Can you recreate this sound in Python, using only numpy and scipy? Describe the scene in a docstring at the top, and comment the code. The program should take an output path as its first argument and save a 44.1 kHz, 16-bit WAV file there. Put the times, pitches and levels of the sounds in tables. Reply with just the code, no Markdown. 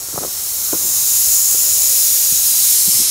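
"""A hand-held camera nears a model locomotive in snow: a steam jet of patchy noise swells over three seconds,
its pipe mouth ringing as a breathy band; drifting late copies from track bed and snow banks comb the hiss.
Early on, slips of the fingers knock, snap and creak the case (damped sines); a few more follow later.
A hollow murmur of band noise comes and goes in the second half; near the end ring and top of the jet fade.
Throughout, shaped noise gives a distant outdoor rumble, and gates make the stereo width flicker."""
import sys
import numpy as np
from scipy import signal
from scipy.fft import rfft, irfft, next_fast_len
from scipy.io import wavfile
from scipy.ndimage import uniform_filter1d, map_coordinates

SR = 44100
rng = np.random.default_rng(int(sys.argv[2]) if len(sys.argv) > 2 else 0)


def linear_from_db(decibels):
    """Turn decibels (scalar or array-like) into linear amplitude factors; 0 gives 1."""
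    return 10 ** (np.asarray(decibels, float) / 20)


def log_audio(samples):
    """Write samples as a 16-bit WAV file to the path given in sys.argv[1]."""
    # one column per channel
    frames = np.atleast_2d(samples).T
    # limit to full scale, then quantise
    limited = np.clip(frames, -1, 1)
    pcm = np.round(limited * 32767).astype(np.int16)
    wavfile.write(sys.argv[1], SR, pcm)


N = 136710
T = np.arange(N) / SR


def unit(x):
    """Scaled to rms 1."""
    return x / np.sqrt(np.mean(x ** 2) + 1e-20)


def along(points, hz):
    """(Hz, value) points interpolated on a log frequency axis."""
    point_hz, values = np.transpose(points)
    return np.interp(np.log(hz + 1), np.log(point_hz + 1), values)


def over_time(points):
    """(s, value) points interpolated at every sample."""
    return np.interp(T, *np.transpose(points))


def wobble(knots_per_s):
    """A smooth random curve through normally distributed knots."""
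    knots = rng.standard_normal(int(N * knots_per_s / SR) + 4)
    return map_coordinates(knots, [T * knots_per_s])


def swell(start_s, end_s):
    """A half-sine rise and fall between two times."""
    return np.sin(np.pi * np.clip((T - start_s) / (end_s - start_s), 0, 1))


def during(spans, edge=512):
    """1 inside the spans, 0 outside, with edges ramped over edge samples."""
    inside = sum((T >= start_s) & (T < end_s) for start_s, end_s in spans) * 1.
    return uniform_filter1d(inside, size=edge)


def filtered(x, response):
    """x with its spectrum times a response of frequency in Hz."""
    size = next_fast_len(N + 8192)
    return irfft(rfft(x, size) * response(np.fft.rfftfreq(size, 1 / SR)), size)[..., :N]


def resonance(hz, centre_hz, width_hz):
    """Complex response of a damped resonator, 1 at its centre."""
    damping = 1j * hz * width_hz
    return damping / (centre_hz ** 2 - hz * hz + damping)


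def patchy_noise(patchy_db, channels=1):
    """White noise with time-frequency patches of random gain, the same patches in all channels."""
    z = signal.stft(rng.standard_normal((channels, N)), nperseg=512)[2]
    field = uniform_filter1d(rng.standard_normal(z.shape[1:]), size=5, axis=0)
    field = uniform_filter1d(field, size=24, axis=1)
    return signal.istft(z * linear_from_db(patchy_db * unit(field)), nperseg=512)[1][:, :N]


def pipe_ring():
    """The pipe mouth resonates to turbulence: noise through two-stage resonators."""
    # Each row: centre in Hz, width of one stage in Hz, gain in dB.
    pipe_modes = [(6810, 810, 4.5), (7370, 400, -6)]

    def mouth(hz):
        return sum(linear_from_db(db) * resonance(hz, centre_hz, width_hz) ** 2
                   for centre_hz, width_hz, db in pipe_modes)

    return unit(filtered(patchy_noise(patchy_db=1.0, channels=2), mouth))


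def jet():
    """Turbulent steam: noise in two colours by angle to the jet, plus the ring of the pipe mouth."""
    # The approach. Each row: time in seconds, jet level in dB, ring over the jet in dB,
    # share of the on-axis colour from 0 to 1.
    approach = [(0, -24.5, -7.5, 0.4), (.3, -21.5, -12.5, 0.55), (.6, -18.5, -8, 0.38),
                (.9, -17, -5.5, 0.38), (1.148, -14.5, -5.5, 0.32), (1.36, -13, -5, 0.16),
                (1.42, -15, -3.5, 0.13), (1.7, -14.5, -4.5, 0.31), (2, -12, -9, 0.37),
                (2.4, -13, -9.5, 0.37), (2.74, -10.5, -13, 0.36), (2.82, -12, -29, 0.24),
                (3.01, -11, -38, 0.38), (3.1, -12.5, -25, 0.8)]
    # Jet colour from the side. Each row: frequency in Hz, density in dB per Hz.
    aside_colour = [(900, -52), (1500, -29), (2200, -21.5), (3500, -17), (3900, -10.5), (4600, -9.5),
                    (5300, -5.5), (7000, -0.5), (8200, -2), (10000, 1), (13000, -1.5), (15700, -3.5)]
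    # Jet colour from in front. Each row: frequency in Hz, density in dB per Hz.
    ahead_colour = [(900, -60), (1600, -24.5), (2400, -15.5), (3000, -12.5), (3500, -11.5), (3850, -5),
                    (4200, -5.5), (4480, -8), (5300, -0.5), (6800, -2.5), (7300, -2.5), (7700, -6.5),
                    (8200, -4.5), (11500, -3), (13500, -4.5), (15700, -7.5)]
    # Top of the jet as the camera turns. Each row: time in seconds, gain in dB.
    sheen_points = [(0, -2), (.7, 4), (1.5, 2.5), (2.2, 2.5), (2.7, 0), (2.95, -1.5), (3.1, -11)]
    sheen_edge_hz = 12800
    surge_db, flutter_db = 0.5, 0.21  # slow and fast unsteadiness of the flow

    time_s, *columns = np.transpose(approach)
    level_db, ring_db, ahead = [np.interp(T, time_s, c) for c in columns]
    ahead = np.clip(ahead, 0, 1)
    noise = patchy_noise(patchy_db=0.58, channels=2)
    side_on = unit(filtered(noise, lambda hz: linear_from_db(along(aside_colour, hz))))
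    head_on = unit(filtered(noise, lambda hz: linear_from_db(along(ahead_colour, hz))))
    ring = linear_from_db(ring_db + 0.58 * wobble(12.3)) * pipe_ring()
    steam = (1 - ahead) * side_on + ahead * head_on + ring
    top = filtered(steam, lambda hz: 1 / (1 + (sheen_edge_hz / (hz + 1)) ** 12))
    flow_db = level_db + surge_db * wobble(2.98) + flutter_db * wobble(30.25)
    return linear_from_db(flow_db) * (steam + (linear_from_db(over_time(sheen_points)) - 1) * top)


def bounced(x):
    """Direct sound plus late copies from track bed and snow, combing the hiss as path lengths drift."""
    # Surfaces that come into line as the camera moves. Each row: start in seconds, end in seconds,
    # extra path at start in metres, extra path at end in metres, peak gain at full_hz in dB
    # relative to the direct sound.
    surfaces = [(-.15, .8, .299, .314, -11), (-.1, .8, .17, .173, -15), (.7, 1.15, .271, .275, -21),
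                (1, 2.05, .13, .131, -18), (1.3, 2.55, .69, .689, -19), (1.6, 2.05, .516, .516, -21),
                (2.05, 2.35, .284, .284, -16), (2.2, 2.65, .4, .411, -19), (2.35, 2.65, .2, .2, -19),
                (2.55, 3.2, .307, .314, -13)]
    full_hz = 11000  # small surfaces return treble best: gain grows as the root of frequency
    sway_m, sound_m_per_s = 0.001, 335  # the hand sways
    doubled = signal.resample_poly(filtered(x, lambda hz: np.sqrt(hz / full_hz)), 2, 1)
    total, power = x, 1
    for start_s, end_s, first_m, last_m, db in surfaces:
        gain = linear_from_db(db) * np.sqrt(swell(start_s, end_s))
        path_m = np.interp(T, [start_s, end_s], [first_m, last_m]) + sway_m * wobble(2.08)
        position = 2 * (np.arange(N) - path_m / sound_m_per_s * SR)
        total = total + gain * map_coordinates(doubled, [position], mode="mirror", order=3)
        power = power + gain ** 2
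    return total / np.sqrt(power)


def steam_stereo():
    """Steam slightly left of the middle, a little of it unlike at the two ports."""
    # Colour of what differs between the ports. Each row: frequency in Hz, gain in dB.
    unlike_colour = [(1500, -3), (3000, 2.5), (5000, -4), (9000, -5.5), (15000, 0.5)]
    side_db, side_lean = -13.5, 0.28
    mid, unlike = jet()
    mid = bounced(mid)
    unlike = filtered(unlike, lambda hz: linear_from_db(along(unlike_colour, hz)))
    side = linear_from_db(side_db) * (side_lean * mid + unlike)
    return np.array([mid + side, mid - side])


def chatter():
    """Fine creaking while the grip shifts: random small slips, on the whole weakening over each span."""
    # Each row: start in seconds, end in seconds, base level in dB.
    shifts = [(0.129, 0.199, -33), (0.205, 0.291, -29.5), (0.737, 0.921, -36), (2.861, 3.052, -44.5)]
    slips_per_s, middle_hz = 220, 420
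    fine = []
    for start_s, end_s, db in shifts:
        u, size, pitch = rng.random((int((end_s - start_s) * slips_per_s), 3)).T
        times_s = start_s + (end_s - start_s) * u
        levels_db = db - 1.8 * np.log(size + 0.044) - 6 * u
        fine += zip(times_s, levels_db, middle_hz * 2 ** (1.8 * (pitch - 0.5)))
    return fine


def grip():
    """Each finger slip is a dull damped knock plus a snap, carried through the case to both ports."""
    # Slips on the case. Each row: start in seconds, knock level before lean and case in dB, pitch in Hz.
    slips = [(.086, -29, 415), (0.1408, -28, 402), (0.1438, -25, 140), (.181, -22, 133), (.159, -21, 600),
             (.176, -23, 640), (0.1783, -11.5, 680), (0.1853, -16.5, 694), (.2075, -26, 450),
             (0.218, -24, 400), (0.229, -20, 600), (.236, -14.5, 680), (0.241, -25, 253),
             (0.2486, -15.5, 526), (.254, -24, 493), (.264, -27.5, 350), (0.276, -39, 350),
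             (.284, -39, 400), (.729, -15.5, 493), (0.7318, -11.5, 347), (0.7391, -17, 412),
             (0.745, -19, 404), (0.7508, -22.5, 300), (0.76, -32, 300), (0.846, -37, 254),
             (0.885, -37, 250), (.898, -38, 300), (1.548, -26, 447), (1.554, -35, 420), (2.323, -23.5, 148),
             (2.332, -34, 190), (2.876, -24.5, 181), (2.882, -22.5, 181), (2.887, -30, 190),
             (2.897, -40, 170), (2.946, -30, 130), (2.954, -34, 120), (2.99, -28, 201),
             (3.0003, -23.5, 253), (3.015, -27, 224)]
    decay_cycles, rise_cycles = 0.47, 0.66
    left_db_per_octave = 2.1  # left over right, growing with pitch
    snap_db, snap_left_db, snap_peak_s = -11, 3.5, 0.0011
    case_hz, case_width_hz, case_gain = 350, 35, 0.8  # the hollow case rings briefly
    case_low_hz = 68  # the small case carries little below this

    out, t = np.zeros((2, N + 2048)), np.arange(2048) / SR
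    for start_s, db, hz in slips + chatter():
        cycles = hz * t
        knock = np.sin(2 * np.pi * cycles) * np.exp(-cycles / decay_cycles)
        knock = knock * (1 - np.exp(-cycles / rise_cycles))
        knock = knock / np.abs(knock).max()
        phase, detune = rng.random(2)
        snap_hz = 1200 * (0.772 + 0.39 * detune)
        snap = np.sin(2 * np.pi * (snap_hz * t + phase))
        snap = snap * t / snap_peak_s * np.exp(1 - t / snap_peak_s)
        lean_db = left_db_per_octave * np.log2(hz / 130) / 2
        hard = np.clip(hz / 330, 0, 1) ** 2.1  # low-pitched slips snap less
        knocks = linear_from_db([[lean_db], [-lean_db]]) * knock
        snaps = hard * linear_from_db([[snap_db + snap_left_db], [snap_db - snap_left_db]]) * snap
        first = round(start_s * SR)
        out[:, first:first + len(t)] -= linear_from_db(db) * (knocks + snaps)

    def case(hz):
        low_cut = (1j * hz / (case_low_hz + 1j * hz)) ** 2
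        return (1 + case_gain * resonance(hz, case_hz, case_width_hz)) * low_cut

    return filtered(out[:, :N], case)


def hollow():
    """A hollow murmur swells and fades: noise through a two-stage resonator."""
    # One row: start in seconds, end in seconds, centre in Hz, width of one stage in Hz,
    # level before the swell in dB.
    murmur = (1.33, 2.5, 534, 150, -46)
    start_s, end_s, centre_hz, width_hz, db = murmur
    noise = rng.standard_normal((2, N))
    mid, side = filtered(noise, lambda hz: resonance(hz, centre_hz, width_hz) ** 2)
    return linear_from_db(db) * swell(start_s, end_s) * unit(mid + 0.17 * side * [[1], [-1]])


def outdoors():
    """Far rumble and murmur of the open air: shaped noise, less alike left and right as pitch rises."""
    # Each row: frequency in Hz, relative density in dB per Hz.
    air_colour = [(12, -35), (20, -3), (146, -5), (167, -15.5), (204, -11), (279, -12.5), (493, -10),
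                  (746, -10.5), (1320, -9), (2200, -17), (2860, -19), (4840, -120)]
    # Each row: frequency in Hz, left-right likeness (correlation, 0 to 1).
    likeness = [(30, 1), (150, 0.98), (500, .75), (1200, 0.67)]
    # Each row: time in seconds, gain in dB.
    air_swell = [(0, 0), (.5, 1), (1.1, 1.5), (1.8, 2), (2.4, 1), (3.1, 1.5)]

    def mid_side(hz):
        angle = np.arccos(np.clip(along(likeness, hz), -1, 1)) / 2
        return linear_from_db(along(air_colour, hz)) * [np.cos(angle), np.sin(angle)]

    mid, side = filtered(patchy_noise(patchy_db=1.2, channels=2), mid_side)
    level_db = -41.5 + over_time(air_swell) + 0.4 * wobble(5.7)
    return linear_from_db(level_db) * unit(np.array([mid + side, mid - side]))


def scene():
    """Steam, outdoor air, hollow murmur and handling noise at the two ports."""
    return steam_stereo() + outdoors() + hollow() + grip()


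def band_limit(x):
    """A steep low-pass at the top of the band."""
    return signal.sosfilt(signal.butter(12, 16530, fs=SR, output="sos"), x)


def record(dry):
    """The camera's ceiling and band limit, then the flickering stereo width."""
    # Spans in which the treble is wide. Each row: start in seconds, end in seconds.
    wide_spans = [(.165, .225), (.25, .31), (.555, .61), (.885, .945), (1.065, 1.125), (1.235, 1.37),
                  (1.445, 1.5), (1.575, 1.675), (1.745, 1.885), (1.96, 2.06), (2.09, 2.15), (2.34, 2.4),
                  (2.765, 2.83), (2.895, 2.955)]
    # Spans with only scraps of width below the treble. Each row: start in seconds, end in seconds.
    thin_spans = [(2.17, 2.3), (2.46, 2.75), (3.02, 3.1)]
    top_hz, treble_hz, thin_share = 15750, 1260, 0.29
    left, right = filtered(np.clip(dry, -1, 1), lambda hz: hz < top_hz)
    mid, side = (left + right) / 2, (left - right) / 2
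    treble = filtered(side, lambda hz: hz > treble_hz)
    low_width = 1 - (1 - thin_share) * during(thin_spans)
    side = (side - treble) * low_width + treble * during(wide_spans)
    return band_limit(np.array([mid + side, mid - side]))


dry = scene()
out = record(dry)
log_audio(out)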